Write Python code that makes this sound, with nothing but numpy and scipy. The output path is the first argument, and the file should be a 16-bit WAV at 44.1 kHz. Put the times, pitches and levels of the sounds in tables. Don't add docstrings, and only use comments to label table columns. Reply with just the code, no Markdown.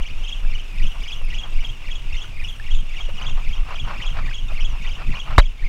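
import sys
import numpy as np
from scipy import signal
from scipy.fft import rfft, irfft
from scipy.io import wavfile
from scipy.ndimage import uniform_filter1d

SR = 44100
rng = np.random.default_rng(int(sys.argv[2]) if len(sys.argv) > 2 else 0)


def boost(x):
    u = np.asarray(x, float) / 20
    return 10 ** u


def wav_record(signal):
    frames = np.transpose(np.atleast_2d(signal))
    bounded = np.clip(frames, -1, 1)
    quanta = np.round(bounded * 32767).astype(np.int16)
    wavfile.write(sys.argv[1], SR, quanta)


N = 250488
TIME = np.arange(N) / SR

# top_speed_s [s], slow_pitch_hz [Hz], top_pitch_hz [Hz],
# rotor_lead [turns], wobble_hz [Hz]
HANDLE_TURNS = [(0.1, 2675, 2528, -0.3, 458), (0.342, 2953, 2955, 0.21, 402),
                (0.598, 2443, 2784, 0.01, 444), (0.87, 2305, 2931, -0.1, 368),
                (1.131, 2615, 2993, 0.03, 487), (1.391, 2365, 3029, -0.06, 523),
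                (1.68, 2536, 2999, -0.42, 494), (1.95, 2362, 3072, -0.21, 525),
                (2.211, 2365, 3106, -0.19, 423), (2.492, 2189, 3114, 0.03, 410),
                (2.748, 2363, 3222, -0.23, 461), (3.024, 2395, 2952, 0.28, 437),
                (3.282, 2602, 3033, 0.27, 480), (3.553, 2365, 2867, 0.38, 413),
                (3.809, 2486, 2988, 0.14, 477), (4.074, 2409, 3072, 0.08, 435),
                (4.363, 2059, 3090, 0.35, 432), (4.659, 2381, 2998, 0.09, 420),
                (4.918, 2418, 2864, -0.04, 456), (5.204, 2265, 2987, 0.01, 434),
                (5.464, 2561, 2925, 0.1, 563), (5.712, 2107, 3294, -0.6, 366)]
PUSH_LEVELS = [-38.9, -36.5, -39.5, -38, -34.5, -36, -39, -39.5, -37.5, -38, -39.5, -38, -36, -39.5, -38.5,
               -34.5, -38, -36.0, -37.4, -36.5, -39.5, -39.5]
SPEED_UP, PUSH_LEAD, PUSH_SHAPE = .266, .164, .78
LOUD_LEAD, LOUD_SHAPE = .16, 1.5
COAST_DB = -12
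ROTOR_PER_S = 22.92
# pitch_hz [Hz], width_hz [Hz], level_db [dB]
REEL_MODES = [(2150, 167, 0), (2630, 240, -3), (3244, 560, 4), (5900, 360, -26), (6600, 390, -0.5)]
# delay_s [s], level_db [dB]
BOAT_ECHOES = [(.0021, -8), (.0052, -11), (.011, -14)]
# pitch_hz [Hz], width_hz [Hz], level_db [dB]
GEAR_MODES = [(2704, 260, 2), (3593, 190, 0), (5710, 190, -15.5), (6700, 820, -15)]

# centre_s [s], length_s [s], buffet_db [dB], flutter_db [dB]
WIND_GUSTS = [(0, 0.074, -9.5, -35), (0.155, 0.11, -15.5, -41), (0.458, 0.23, -15.5, -42),
              (0.827, .1, -8.5, -32), (1.018, .07, -14.5, -41), (1.283, 0.29, -21, -38),
              (1.576, 0.072, -9.5, -35), (1.708, .08, -15.5, -41.5), (1.967, 0.25, -20.5, -47),
              (2.134, 0.062, -10.5, -46), (2.382, 0.24, -20, -40), (2.752, 0.13, -13, -38.5),
              (3.114, 0.29, -18, -40.5), (3.297, 0.091, -17, -33), (3.355, .06, -10.5, -39),
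              (3.491, 0.065, -10, -35.5), (3.613, 0.067, -13, -38), (3.884, 0.19, -21, -29),
              (4.108, 0.11, -16, -40), (4.227, 0.15, -21.5, -31.5), (4.502, 0.16, -12.5, -36.5),
              (4.75, 0.4, -16.5, -36), (4.926, 0.067, -18.5, -37.5), (5.092, .1, -17.5, -28),
              (5.332, 0.065, -27.5, -26.5), (5.457, 0.1, -15, -40), (5.647, .07, -15.5, -35.5)]
CALM_BUFFET_DB, CALM_FLUTTER_DB = -24, -45
# pitch_hz [Hz], level_db [dB]
BUFFET_SPECTRUM = [(3, -66), (8, -9.5), (12, -11), (16, 0), (21, -4.5), (30, -11), (45, -28.5), (90, -32.5),
                   (200, -88)]
# pitch_hz [Hz], level_db [dB]
FLUTTER_SPECTRUM = [(20, -33), (45, -1), (70, -18), (120, -11.5), (200, -24), (350, -37), (800, -74)]

# pitch_hz [Hz], level_db
# [dB per Hz]
SEA_SPECTRUM = [(120, -7), (200, -8.5), (300, -9.5), (550, -11.5), (1070, -12.5), (1800, -14.5), (2700, -5),
                (3400, -12), (4100, -21), (6680, -23.5), (11300, -33.5), (14300, -36), (15200, -32)]
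SEA_DB = -46
# centre_s [s], length_s [s], level_db [dB]
HULL_LAPS = [(0, .025, -36), (.45, .05, -50), (.75, .04, -50.5), (.85, 0.027, -46), (.96, 0.044, -44.5),
             (1.15, .1, -52), (1.22, 0.018, -47), (1.45, 0.051, -43), (1.64, 0.036, -45), (1.85, .03, -53),
             (1.93, 0.033, -51), (2.2, .1, -54), (2.46, .1, -59), (3.0, .05, -43.5), (3.1, 0.014, -37),
             (3.24, 0.11, -36.5), (3.39, 0.044, -38.5), (3.6, 0.091, -45), (3.71, 0.081, -36),
             (3.91, 0.091, -32), (4.05, 0.13, -43), (4.18, 0.066, -34.5), (4.29, 0.079, -44),
             (4.51, 0.042, -42.5), (4.6, 0.11, -47), (4.74, 0.11, -44), (4.87, .07, -43.5),
             (5.0, 0.062, -38), (5.16, 0.059, -40), (5.31, 0.085, -35)]
TRICKLE_DB = -57.5
# pitch_hz [Hz], width_hz [Hz], level_db [dB]
HULL_MODES = [(720, 470, 0.5), (1080, 790, 10.5), (1776, 1300, 0), (2250, 1050, -5.5), (3900, 1600, -16)]
# start_s [s], peak_db [dB], pitch_hz [Hz]
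WATER_DROPS = [(0.437, -36, 1350), (0.448, -31, 1600), (0.844, -36, 560), (0.961, -30.5, 1080),
               (1.212, -31, 510), (1.636, -46, 1090), (2.243, -27, 1410), (2.329, -37, 624),
               (2.598, -22.5, 1730), (3.0885, -23, 545), (3.707, -20.5, 1040), (4.173, -24, 1080),
               (4.312, -25.5, 1560), (4.519, -24, 614), (5.136, -23, 1860), (5.317, -25, 1330)]

# start_s [s], peak_db [dB], pitch_hz [Hz]
PAWL_TICKS = [(1.18, -42, 12300), (1.1975, -46, 11500), (1.2214, -40, 9750), (1.2504, -37, 9990),
              (1.288, -40, 9000), (1.3324, -45, 7590), (1.4334, -47, 7800), (1.4753, -42, 9750),
              (1.507, -40, 7900), (1.5362, -43, 8810), (1.5681, -43, 7910), (1.609, -41.5, 11800),
              (1.6609, -43, 11800), (1.718, -50, 12000), (1.755, -49, 12000), (2.7579, -49, 8240),
              (2.8068, -37, 8300), (2.8387, -45, 8220), (2.8687, -47, 8900), (2.9021, -43, 8730),
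              (2.954, -43, 8400), (3.1333, -46, 8690), (3.164, -51, 8470), (3.337, -47, 10200),
              (3.4367, -42, 7910), (3.6913, -45, 10100), (4.1383, -43, 8236), (4.8043, -42, 7683),
              (5.242, -45, 8940), (5.3105, -44, 8450)]
# start_s [s], length_s [s], top_rate [ticks/s], peak_db [dB]
DRAG_SLIPS = [
    (.645, .4, 66, -45.5),
    (1.11, .065, 85, -47),
    (2.345, .335, 128, -45),
    (4.45, .22, 60, -49),
]
CREEP_PER_S, BLUR_DB = 38, -21
# pitch_hz [Hz], level_db [dB]
SPRING_MODES = [(8500, 0), (10050, -2), (11700, -4.5), (13300, -7)]

KNOCK_S, CRACK_DB, RATTLE_DB = 5.3812, 9, -15
ROCK_DB, ROCK_PER_S, ROCK_T60 = 2.8, 25.0, .23
# pitch_hz [Hz], width_hz [Hz], level_db [dB]
MOUNT_MODES = [(614, 68, 15), (1100, 930, 0), (1720, 670, -2.5), (2700, 430, -12), (3860, 260, 3),
               (4310, 300, -6.5), (6370, 440, -34), (9400, 1100, -45)]


def evened(x):
    return x / np.sqrt(np.mean(x ** 2) + 1e-20)


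def coloured(points):
    point_hz, point_db = np.transpose(points)
    hz = np.fft.rfftfreq(N, 1 / SR)
    gain = boost(np.interp(np.log(hz + 1), np.log(point_hz + 1), point_db))
    return evened(irfft(rfft(rng.standard_normal(N)) * gain, N))


def drift(top_hz):
    gain = 1 / (1 + (np.fft.rfftfreq(N, 1 / SR) / top_hz) ** 4)
    return evened(irfft(rfft(rng.standard_normal(N)) * gain, N))


def dull(x, hz):
    return signal.sosfilt(signal.butter(4, hz, fs=SR, output="sos"), x)


def resonate(x, hz, width):
    turn = np.exp(2j * np.pi * np.cumsum(hz * np.ones(len(x))) / SR)
    r = np.exp(-np.pi * width / SR)
    return 2 * (turn * signal.lfilter([1 - r], [1, -r], x / turn)).real


def body(x, modes):
    out = 0
    for hz, width, db in modes:
        r = np.exp(-np.pi * width / SR)
        pole = [1, -r * np.exp(2j * np.pi * hz / SR)]
        once = 2 * signal.lfilter([1 - r], pole, x).real
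        twice = 2 * signal.lfilter([1 - r], pole, once).real
        out = out + boost(db) * twice
    return out


def ring(hz, t60, rise=0.0006, glide=0.):
    t = np.arange(4000) / SR
    return (1 - np.exp(-t / rise)) * boost(-60 * t / t60) * np.sin(2 * np.pi * hz * t * (1 + glide * t))


def swells(rows, floor_db):
    power = sum(boost(2 * db) * np.exp(-(2.53 * (TIME - s) / length) ** 2) for s, length, db in rows)
    return 10 * np.log10(power + boost(2 * floor_db))


def add(mix, s, sound):
    part = mix[round(s * SR):][:len(sound)]
    part += sound[:len(part)]


def handle():
    s, slow_hz, top_hz, lead, wobble_hz = np.transpose(HANDLE_TURNS)
    k = np.arange(len(s))
    turn = np.interp(TIME, np.r_[2 * s[0] - s[1], s], np.r_[-1, k])
    steps = np.arange(2 * len(s))
    step = np.interp(turn, np.c_[k - SPEED_UP, k].ravel(), steps)
    eased = np.floor(step) + .5 - .5 * np.cos(np.pi * (step % 1))
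    speed_hz = np.interp(eased, steps, np.c_[slow_hz, top_hz].ravel())
    push = np.abs(np.cos(np.pi * (turn + PUSH_LEAD))) ** (2 * PUSH_SHAPE)
    row = np.clip(np.floor(turn + PUSH_LEAD + .5).astype(int), 0, len(s) - 1)
    rotor = ROTOR_PER_S * (TIME - s[row]) + lead[row]
    coasting = 1 - np.abs(np.cos(np.pi * (turn + LOUD_LEAD))) ** LOUD_SHAPE
    db = np.interp(turn + PUSH_LEAD, k, PUSH_LEVELS) + COAST_DB * coasting
    return speed_hz, wobble_hz[row], push, rotor, db


def reel():
    speed_hz, wobble_hz, push, rotor, db = handle()
    swing = push * np.cos(2 * np.pi * rotor)
    hz = speed_hz + wobble_hz * swing + 55 * drift(115.3)
    phase = 2 * np.pi * np.cumsum(hz) / SR
    strum = boost(3.0 * drift(110)) * np.cos(phase)
    overtone = boost(-16.5 + 4.5 * drift(120)) * np.cos(2 * phase)
    noise = rng.standard_normal(N)
    scrape = evened(resonate(resonate(noise, hz, 490), hz, 510))
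    fuzz = evened(resonate(resonate(noise, 2 * hz, 1100), 2 * hz, 730))
    song = strum + overtone + .45 * scrape + .11 * fuzz
    shaped = evened(2.15 * song + body(song, REEL_MODES))
    return boost(db + 1.5 * swing) * shaped


def gears():
    push_db = handle()[-1]
    rub = evened(body(rng.standard_normal(N), GEAR_MODES))
    return boost(0.64 * push_db - 29.5 + 6.26 * drift(44)) * rub


def wind():
    s, length, buffet_db, flutter_db = np.transpose(WIND_GUSTS)
    buffet_level = swells(zip(s, length, buffet_db), CALM_BUFFET_DB)
    flutter_level = swells(zip(s, 1.31 * length, flutter_db), CALM_FLUTTER_DB)
    flutter = evened(coloured(FLUTTER_SPECTRUM) * boost(3.5 * drift(18)))
    return boost(buffet_level) * coloured(BUFFET_SPECTRUM) + boost(flutter_level) * flutter


def sea():
    patches_db = .7 * drift(8) + 1.1 * drift(60)
    return boost(SEA_DB + patches_db) * coloured(SEA_SPECTRUM)


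def laps():
    db = swells(HULL_LAPS, TRICKLE_DB)
    size = boost(2.5 * np.minimum(rng.exponential(1, N), 4)) * rng.choice([-1., 1.], N)
    landed = rng.random(N) < 6000 / SR
    clicks = size * landed * boost(2.4 * drift(80))
    return boost(db) * evened(dull(body(clicks, HULL_MODES), 4900))


def drops():
    out = np.zeros(N)
    for s, db, hz in WATER_DROPS:
        splash = dull(resonate(rng.standard_normal(4000), 1400, 1500), 6200)
        slap = splash * boost(-60 * TIME[:4000] / 0.007)
        bubble = ring(hz, 0.024, rise=0.0014, glide=2.3)
        add(out, s, boost(db) * (bubble + 0.66 * slap))
    return out


def pawl(db, hz):
    snap = ring(hz, .006) + .35 * ring(1.25 * hz, .004) + .5 * ring(11500, .002, rise=.0001)
    return boost(db + 1.5) * snap


def drag():
    fine = (rng.random(N) < 400 / SR) * rng.standard_normal(N)
    blur_rows = [(s + length / 2, 0.89 * length, db + BLUR_DB) for s, length, _, db in DRAG_SLIPS]
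    rattle = evened(body(fine, [(8530, 1100, 3), (10200, 1400, 2), (12300, 3000, -7)]))
    out = boost(swells(blur_rows, -75)) * rattle
    for s, db, hz in PAWL_TICKS:
        add(out, s, pawl(db, hz))
    snaps = np.zeros(N)
    for s, length, top_per_s, db in DRAG_SLIPS:
        t = np.arange(0, length, 1 / SR)
        per_s = CREEP_PER_S + (top_per_s - CREEP_PER_S) * np.sin(np.pi * t / length) ** .8
        teeth = np.cumsum(per_s) / SR
        add(snaps, s, boost(db) * np.diff(np.floor(teeth), prepend=-1))
    for hz, db in SPRING_MODES:
        uneven = snaps * boost(db + 3.5 * drift(30))
        out = out + signal.oaconvolve(uneven, ring(hz, .004, rise=.0003))[:N]
    return out


def knock():
    t = TIME[:8000]
    crack = ring(1334, 0.018, rise=0.00021, glide=-55.0)
    crack = crack + 0.15 * ring(3610, 0.014) + .35 * ring(300, .022) + .04 * ring(620, .08, rise=0.0027)
    crack = crack + .04 * ring(8000, .004, rise=.0001)
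    shake = rng.standard_normal(8000) * boost(-60 * t / .3) / (1 + (t / .022) ** 12)
    rattle = 3.93 * body(shake, MOUNT_MODES)
    swings = ROCK_PER_S * t + .65 * (1 - np.exp(-t / .0068))
    rock = boost(ROCK_DB - 60 * t / ROCK_T60) * np.sin(2 * np.pi * swings)
    out = np.zeros(N)
    add(out, KNOCK_S, boost(CRACK_DB) * crack)
    add(out, KNOCK_S, boost(RATTLE_DB) * rattle + rock)
    return out


def scene():
    near = reel()
    echoes = sum(boost(db) * np.roll(near, round(s * SR)) for s, db in BOAT_ECHOES)
    winding = 1.1 * (near + echoes) + gears()
    water = sea() + laps() + drops()
    return (winding + wind() + water + drag() + knock())[None]


def roll_off(x):
    return signal.sosfilt(signal.butter(12, 15570, fs=SR, output="sos"), x)


def record(dry):
    power_db = 10 * np.log10(abs(uniform_filter1d(dry[0] ** 2, 800, origin=399)) + 1e-12)
    fall_db = TIME * 14.5
    held_db = np.maximum.accumulate(power_db + fall_db) - fall_db
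    over_db = np.maximum(held_db + 6, 0)
    ducked = dry / boost(uniform_filter1d(over_db, 3000, origin=1499))
    return roll_off(np.clip(ducked, -1, 1))


dry = scene()
out = record(dry)
wav_record(out)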